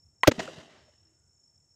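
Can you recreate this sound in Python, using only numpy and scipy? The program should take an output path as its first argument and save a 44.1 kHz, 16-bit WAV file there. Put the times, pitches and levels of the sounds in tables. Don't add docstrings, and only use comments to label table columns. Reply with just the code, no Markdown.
import sys
import numpy as np
from scipy import signal
from scipy.fft import rfft, irfft
from scipy.io import wavfile

SR = 44100
rng = np.random.default_rng(int(sys.argv[2]) if len(sys.argv) > 2 else 0)


def dump(signal):
    limited = np.clip(np.atleast_2d(signal).T, -1, 1)
    pcm = np.round(limited * 32767).astype(np.int16)
    wavfile.write(sys.argv[1], SR, pcm)


N = 77175
T = np.arange(N) / SR
POP_S, BANG_S = 0.2336, 0.279


def from_db(db):
    return 10 ** (np.asarray(db) / 20)


def rms_one(x):
    return x / np.sqrt(np.mean(x ** 2) + 1e-20)


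def at_hz(points, hz):
    table_hz, values = np.transpose(points)
    return np.interp(np.log(np.maximum(hz, 1)), np.log(table_hz), values)


def noise(spectrum):
    gain = from_db(at_hz(spectrum, np.fft.rfftfreq(N, 1 / SR)))
    return rms_one(irfft(rfft(rng.standard_normal(N)) * gain, N))


def drift(rate_hz):
    step = 40
    pole = np.exp(-2 * np.pi * rate_hz * step / SR)
    white = rng.standard_normal(N // step + 2002)
    slow = signal.lfilter([1], [1, -2 * pole, pole * pole], white)[2000:]
    return np.interp(np.arange(N) / step, np.arange(len(slow)), rms_one(slow))


def burst(start_s, rise_s, t60_s, hold_s=0):
    t = np.maximum(T - start_s, 0)
    attack = np.sin(np.pi / 2 * np.minimum(t / rise_s, 1)) ** 2
    decay = np.exp(-np.log(1000) * np.maximum(t - rise_s - hold_s, 0) / t60_s)
    return attack * decay


def band(x, low_hz, high_hz, order=1):
    edges_hz = [low_hz, min(high_hz, SR / 2 - 100)]
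    sos = signal.butter(order, edges_hz, "band", fs=SR, output="sos")
    return signal.sosfilt(sos, x + 1e-18)


def night_air():
    # frequency in Hz, relative density in dB per Hz.
    hiss_spectrum = [(25, -28), (60, -13.5), (110, -7), (180, -12.5), (330, -17), (760, -22.5), (1500, -30),
                     (4200, -38), (9000, -42), (16000, -50)]
    rumble_spectrum = [(20, -44), (45, -15), (70, 1.5), (120, -1.5), (200, -18.5), (600, -54)]
    # time in seconds, rumble level in dB.
    rumble_level = [(0, -67.5), (.09, -63.5), (.15, -76.5), (.75, -81.5), (.82, -68.5), (.97, -77),
                    (1.04, -67.5), (1.12, -77), (1.22, -71.5), (1.3, -69.5), (1.42, -82), (1.51, -79),
                    (1.57, -67), (1.68, -77.5), (1.75, -72)]
    hiss_db = -77
    rumble_db = np.interp(T, *np.transpose(rumble_level))
    return from_db(hiss_db) * noise(hiss_spectrum) + from_db(rumble_db) * noise(rumble_spectrum)


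def crickets():
    # mean tone in Hz, level in dB before the swell, mean pulses per second.
    singers = [(5392, -73.5, 43), (5445, -79.5, 49), (5350, -79.5, 37)]
    # time in seconds, level in dB (the mean is removed below).
    swell_early = [(0, -72), (.05, -72), (.16, -76.5), (.22, -67.5), (.27, -77.5), (.72, -79)]
    swell_late = [(0.76, -77.5), (0.896, -72), (0.954, -75.5), (0.976, -73), (1.078, -72.5), (1.18, -79),
                  (1.332, -76.5), (1.416, -75), (1.448, -70.5), (1.576, -72.5), (1.592, -79.5), (1.75, -70)]
    # frequency in Hz, relative density in dB per Hz.
    chorus_spectrum = [(4000, -43.5), (4950, -26), (5200, -4.5), (5400, 4), (5600, -8.5), (5950, -13.5),
                       (6500, 0.5), (7200, -1), (8000, -8.5), (8700, -19.5), (10000, -26), (16000, -52.5)]
    chorus_db, chorus_drift_db = -75.5, 0.61
    swell_s, swell_db = np.transpose(list(swell_early) + list(swell_late))
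    swell = from_db(np.interp(T, swell_s, swell_db - swell_db.mean()))
    trill = 0
    for hz, level_db, pulses_per_s in singers:
        strokes = np.cumsum(pulses_per_s * (1 + 0.13 * drift(4))) / SR
        pulse = 1 + 0.68 * np.sin(2 * np.pi * strokes)
        tone = np.sin(2 * np.pi * np.cumsum(hz + 25 * drift(60)) / SR)
        trill = trill + from_db(level_db + 2 * drift(13)) * rms_one(pulse * tone)
    chorus = from_db(chorus_db + chorus_drift_db * drift(15)) * noise(chorus_spectrum)
    return swell * trill + chorus


def bush_cricket():
    # start in seconds, peak level in dB, starting pitch in Hz before the waver.
    near_ticks = [(1.010, -74, 8200), (1.100, -74, 8300), (1.188, -71, 8200), (1.270, -74, 8300),
                  (1.356, -68, 7300), (1.395, -63, 7300), (1.437, -65, 7300), (1.472, -74, 8400),
                  (1.568, -72, 8200), (1.603, -72, 7700), (1.648, -74, 8400)]
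    tick_s, fall_hz, waver_hz = 0.0171, 992.6, 120
    far_per_s, far_db = 40, -77
    far_ticks = [(u * N / SR, far_db, 7200 + 1200 * v)
                 for u, v in rng.random((int(far_per_s * N / SR), 2))]
    out = np.zeros(N + SR)
    waver = np.pad(waver_hz * drift(199.6), (0, SR))
    progress = np.linspace(0, 1, int(tick_s * SR))
    for start_s, db, hz in list(near_ticks) + far_ticks:
        first = int(start_s * SR)
        span = slice(first, first + len(progress))
        turns = np.cumsum(hz - fall_hz * progress + waver[span]) / SR
        out[span] += from_db(db) * np.sin(np.pi * progress) * np.sin(2 * np.pi * turns)
    return out[:N]


def tail():
    # frequency in Hz, relative density in dB per Hz.
    tail_spectrum = [(40, -24.5), (90, -9.5), (215, -2.5), (400, 0), (520, -7.5), (640, -0.5), (880, -12.5),
                     (1430, -12.5), (1900, -10.5), (2300, -19), (2750, -9), (3800, -16), (6400, -18),
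                     (8500, -25.5), (11000, -38.5), (16000, -45)]
    # frequency in Hz, t60 in seconds.
    t60_table = [(80, 0.92), (250, 0.86), (650, 1), (1500, 1.0), (3500, 1), (6500, 0.92), (12000, 0.58)]
    level_db, flutter_db = -40.5, 1.8
    near_rel_db, near_tilt_db_per_octave, near_rise_s, near_t60_s = -7.5, -0.5, 0.091, 0.16
    far_full_s, far_rise_s = 0.4004, 0.017
    path_gain, path_spread_s = 0.33, 0.021
    freqs_hz = np.fft.rfftfreq(N, 1 / SR)
    paths = sum(np.exp(-2j * np.pi * freqs_hz * lag_s) for lag_s in path_spread_s * rng.random(size=4))
    combed = rfft(noise(tail_spectrum)) * (1 + path_gain * paths)
    combed = combed / np.sqrt(1 + (2 * path_gain) ** 2)
    octave = np.log2(np.maximum(freqs_hz, 1))
    out = 0
    for hz in 2.0 ** np.arange(5, 15):
        part = irfft(combed * np.maximum(1 - abs(octave - np.log2(hz)), 0), N)
        near_db = near_rel_db + near_tilt_db_per_octave * np.log2(hz / 1000)
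        near = from_db(near_db) * burst(BANG_S, near_rise_s, near_t60_s)
        far = burst(far_full_s - far_rise_s, far_rise_s, at_hz(t60_table, hz))
        out = out + part * np.hypot(near, far)
    return from_db(level_db + flutter_db * drift(90)) * out


def echoes():
    # arrival in seconds, level in dB, rise in s, hold in s, t60 in s, body tone in Hz,
    # body level in dB relative to the echo, slap high cut in Hz.
    reflections = [(0.311, -26, 0.0076, 0.00096, 0.021, 271.8, -3, 7700),
                   (0.379, -40.5, .004, 0.0042, 0.034, 210.4, 8.5, 1590),
                   (0.3898, -31, 0.0057, 0.01, 0.024, 648, -0.5, 6950),
                   (.430, -52, .012, 0.0081, 0.031, 647, 1, 7000),
                   (0.476, -47, 0.0026, 0.0012, 0.018, 1450, 9, 2500),
                   (0.479, -45, .003, 0.0049, 0.058, 523, 5, 1500),
                   (0.575, -49.5, 0.0048, 0.0047, 0.058, 170.6, 8, 400),
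                   (.5835, -47, .002, .001, .018, 275.8, 0, 12000),
                   (.596, -55.5, .005, .012, 0.11, 666, -1, 6000),
                   (.68, -61.5, 0.013, .10, .42, 620, -4.5, 5000),
                   (0.869, -78, .015, 0.0096, 0.039, 615, 17, 3100),
                   (1.003, -80, .03, 0.095, .4, 327.5, 5, 1486),
                   (1.107, -96.5, .04, 0.16, .4, 1420, 8, 1500)]
    # frequency in Hz, relative density in dB per Hz.
    slap_spectrum = [(30, -26), (70, -6), (200, 3), (600, 0.5), (950, -6), (1400, -2.5), (2000, -1),
                     (3500, -7.5), (5500, -10), (7500, -16), (10000, -31.5), (16000, -35.5)]
    body_wander_octaves, body_flutter = 0.077, 0.44
    out, slap = np.zeros(N), noise(slap_spectrum)
    for start_s, db, rise_s, hold_s, t60_s, body_hz, body_db, high_hz in reflections:
        turns = np.cumsum(body_hz * 2 ** (body_wander_octaves * drift(150))) / SR
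        body = np.sin(2 * np.pi * turns) * (1 + body_flutter * drift(120))
        mix = band(slap, 44, high_hz) + from_db(body_db) * body
        out += from_db(db) * burst(start_s, rise_s, t60_s, hold_s) * mix
    return out


def flame():
    # frequency in Hz, relative density in dB per Hz.
    fizz_spectrum = [(100, -25), (400, -6), (1500, 3), (3000, 0.5), (6500, -11.5), (9000, -23),
                     (16000, -31.5)]
    level_db, rise_s, hold_s, t60_s = -49.5, 0.0099, 0.044, 0.025
    return from_db(level_db) * noise(fizz_spectrum) * burst(POP_S, rise_s, t60_s, hold_s)


def pop():
    # starting frequency in Hz, relative level in dB, t60 in seconds.
    modes = [(600, -11.5, .011), (989, -4.5, 0.03978), (1920, -2, 0.015), (2680, -21, .018),
             (4120, -23, .014), (6430, -30, 0.032)]
    # frequency in Hz, relative density in dB per Hz.
    crack_spectrum = [(100, -31), (300, -13), (700, 1), (2200, 0), (4200, -14.5), (6500, -20),
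                      (10500, -27.5), (16000, -36.5)]
    ring_db, rise_per_s2, rough_per_s = -7, 1200, 40
    crack_db, crack_t60_s = -17.5, 0.022
    t = np.clip(T - POP_S, 0, None)
    heat = np.minimum(rise_per_s2 * t ** 2, 0.7)
    stretched_s = np.cumsum((t > 0) * (1 + heat)) / SR
    ring = 0
    for hz, db, t60_s in modes:
        ring = ring + from_db(db) * burst(POP_S, 0.00033, t60_s) * np.sin(2 * np.pi * hz * stretched_s)
    ring = ring * (1 + np.minimum(rough_per_s * t, 1) * drift(430))
    crack = from_db(crack_db) * burst(POP_S, 0.0002, crack_t60_s) * noise(crack_spectrum)
    return band(from_db(ring_db) * ring + crack, 290, 18000, order=2)


def jet():
    # time of full level in seconds, level in dB, rise in s, hold in s, t60 in s, high cut in Hz.
    spurts = [(0.2731, -14, .002, 0.0028, 0.022, 2211), (0.2764, -13, .003, 0.0044, 0.015, 17000),
              (0.2866, -19.5, .002, 0.0012, 0.0067, 14000), (.2920, -32, .002, 0.00071, 0.025, 8106)]
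    # frequency in Hz, relative density in dB per Hz.
    gas_spectrum = [(60, -13.5), (300, 3.5), (750, 3.5), (1100, -5.5), (1420, 1), (2600, -5), (3250, -2.5),
                    (4100, -7.5), (6100, -6), (7900, -19), (12500, -16.5), (15500, -20)]
    gas = noise(gas_spectrum)
    out = 0
    for full_s, db, rise_s, hold_s, t60_s, high_hz in spurts:
        envelope = burst(full_s - rise_s, rise_s, t60_s, hold_s)
        out = out + from_db(db) * envelope * band(gas, 40, high_hz)
    return out


def boom():
    # start in seconds, frequency in Hz, relative level in dB, rise in s, hold in s, t60 in s.
    swing_table = [(.2795, 105, -6, .004, 0.0028, 0.028), (.2782, 295, -3, 0.0034, 0.0046, .026),
                   (.2780, 468, -9, 0.006, 0.0031, 0.029), (.2778, 590, -2, .002, 0.0043, 0.024)]
    # frequency in Hz, level in dB, t60 in seconds.
    ring_table = [(241.1, -33.5, .22), (440, -27, 0.06)]
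    swings_db, ring_rise_s = -5.5, 0.0054
    swings, ring = 0, 0
    for start_s, hz, db, rise_s, hold_s, t60_s in swing_table:
        swing = np.sin(2 * np.pi * hz * (T - start_s))
        swings = swings + from_db(db) * burst(start_s, rise_s, t60_s, hold_s) * swing
    for hz, db, t60_s in ring_table:
        tone = np.sin(2 * np.pi * hz * (T - BANG_S))
        ring = ring + from_db(db) * burst(BANG_S, ring_rise_s, t60_s) * tone
    return from_db(swings_db) * swings + ring


def scene():
    night = night_air() + crickets() + bush_cricket()
    reflected = tail() + echoes()
    bang = flame() + pop() + jet() + boom()
    return (night + reflected + bang)[None]


def record(dry):
    overload, stopband_hz = 0.69, 17000
    clipped = dry / (1 + (dry / overload) ** 4) ** (1 / 4)
    sos = signal.cheby2(12, 70, stopband_hz, fs=SR, output="sos")
    return signal.sosfilt(sos, clipped)


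dry = scene()
out = record(dry)
dump(out)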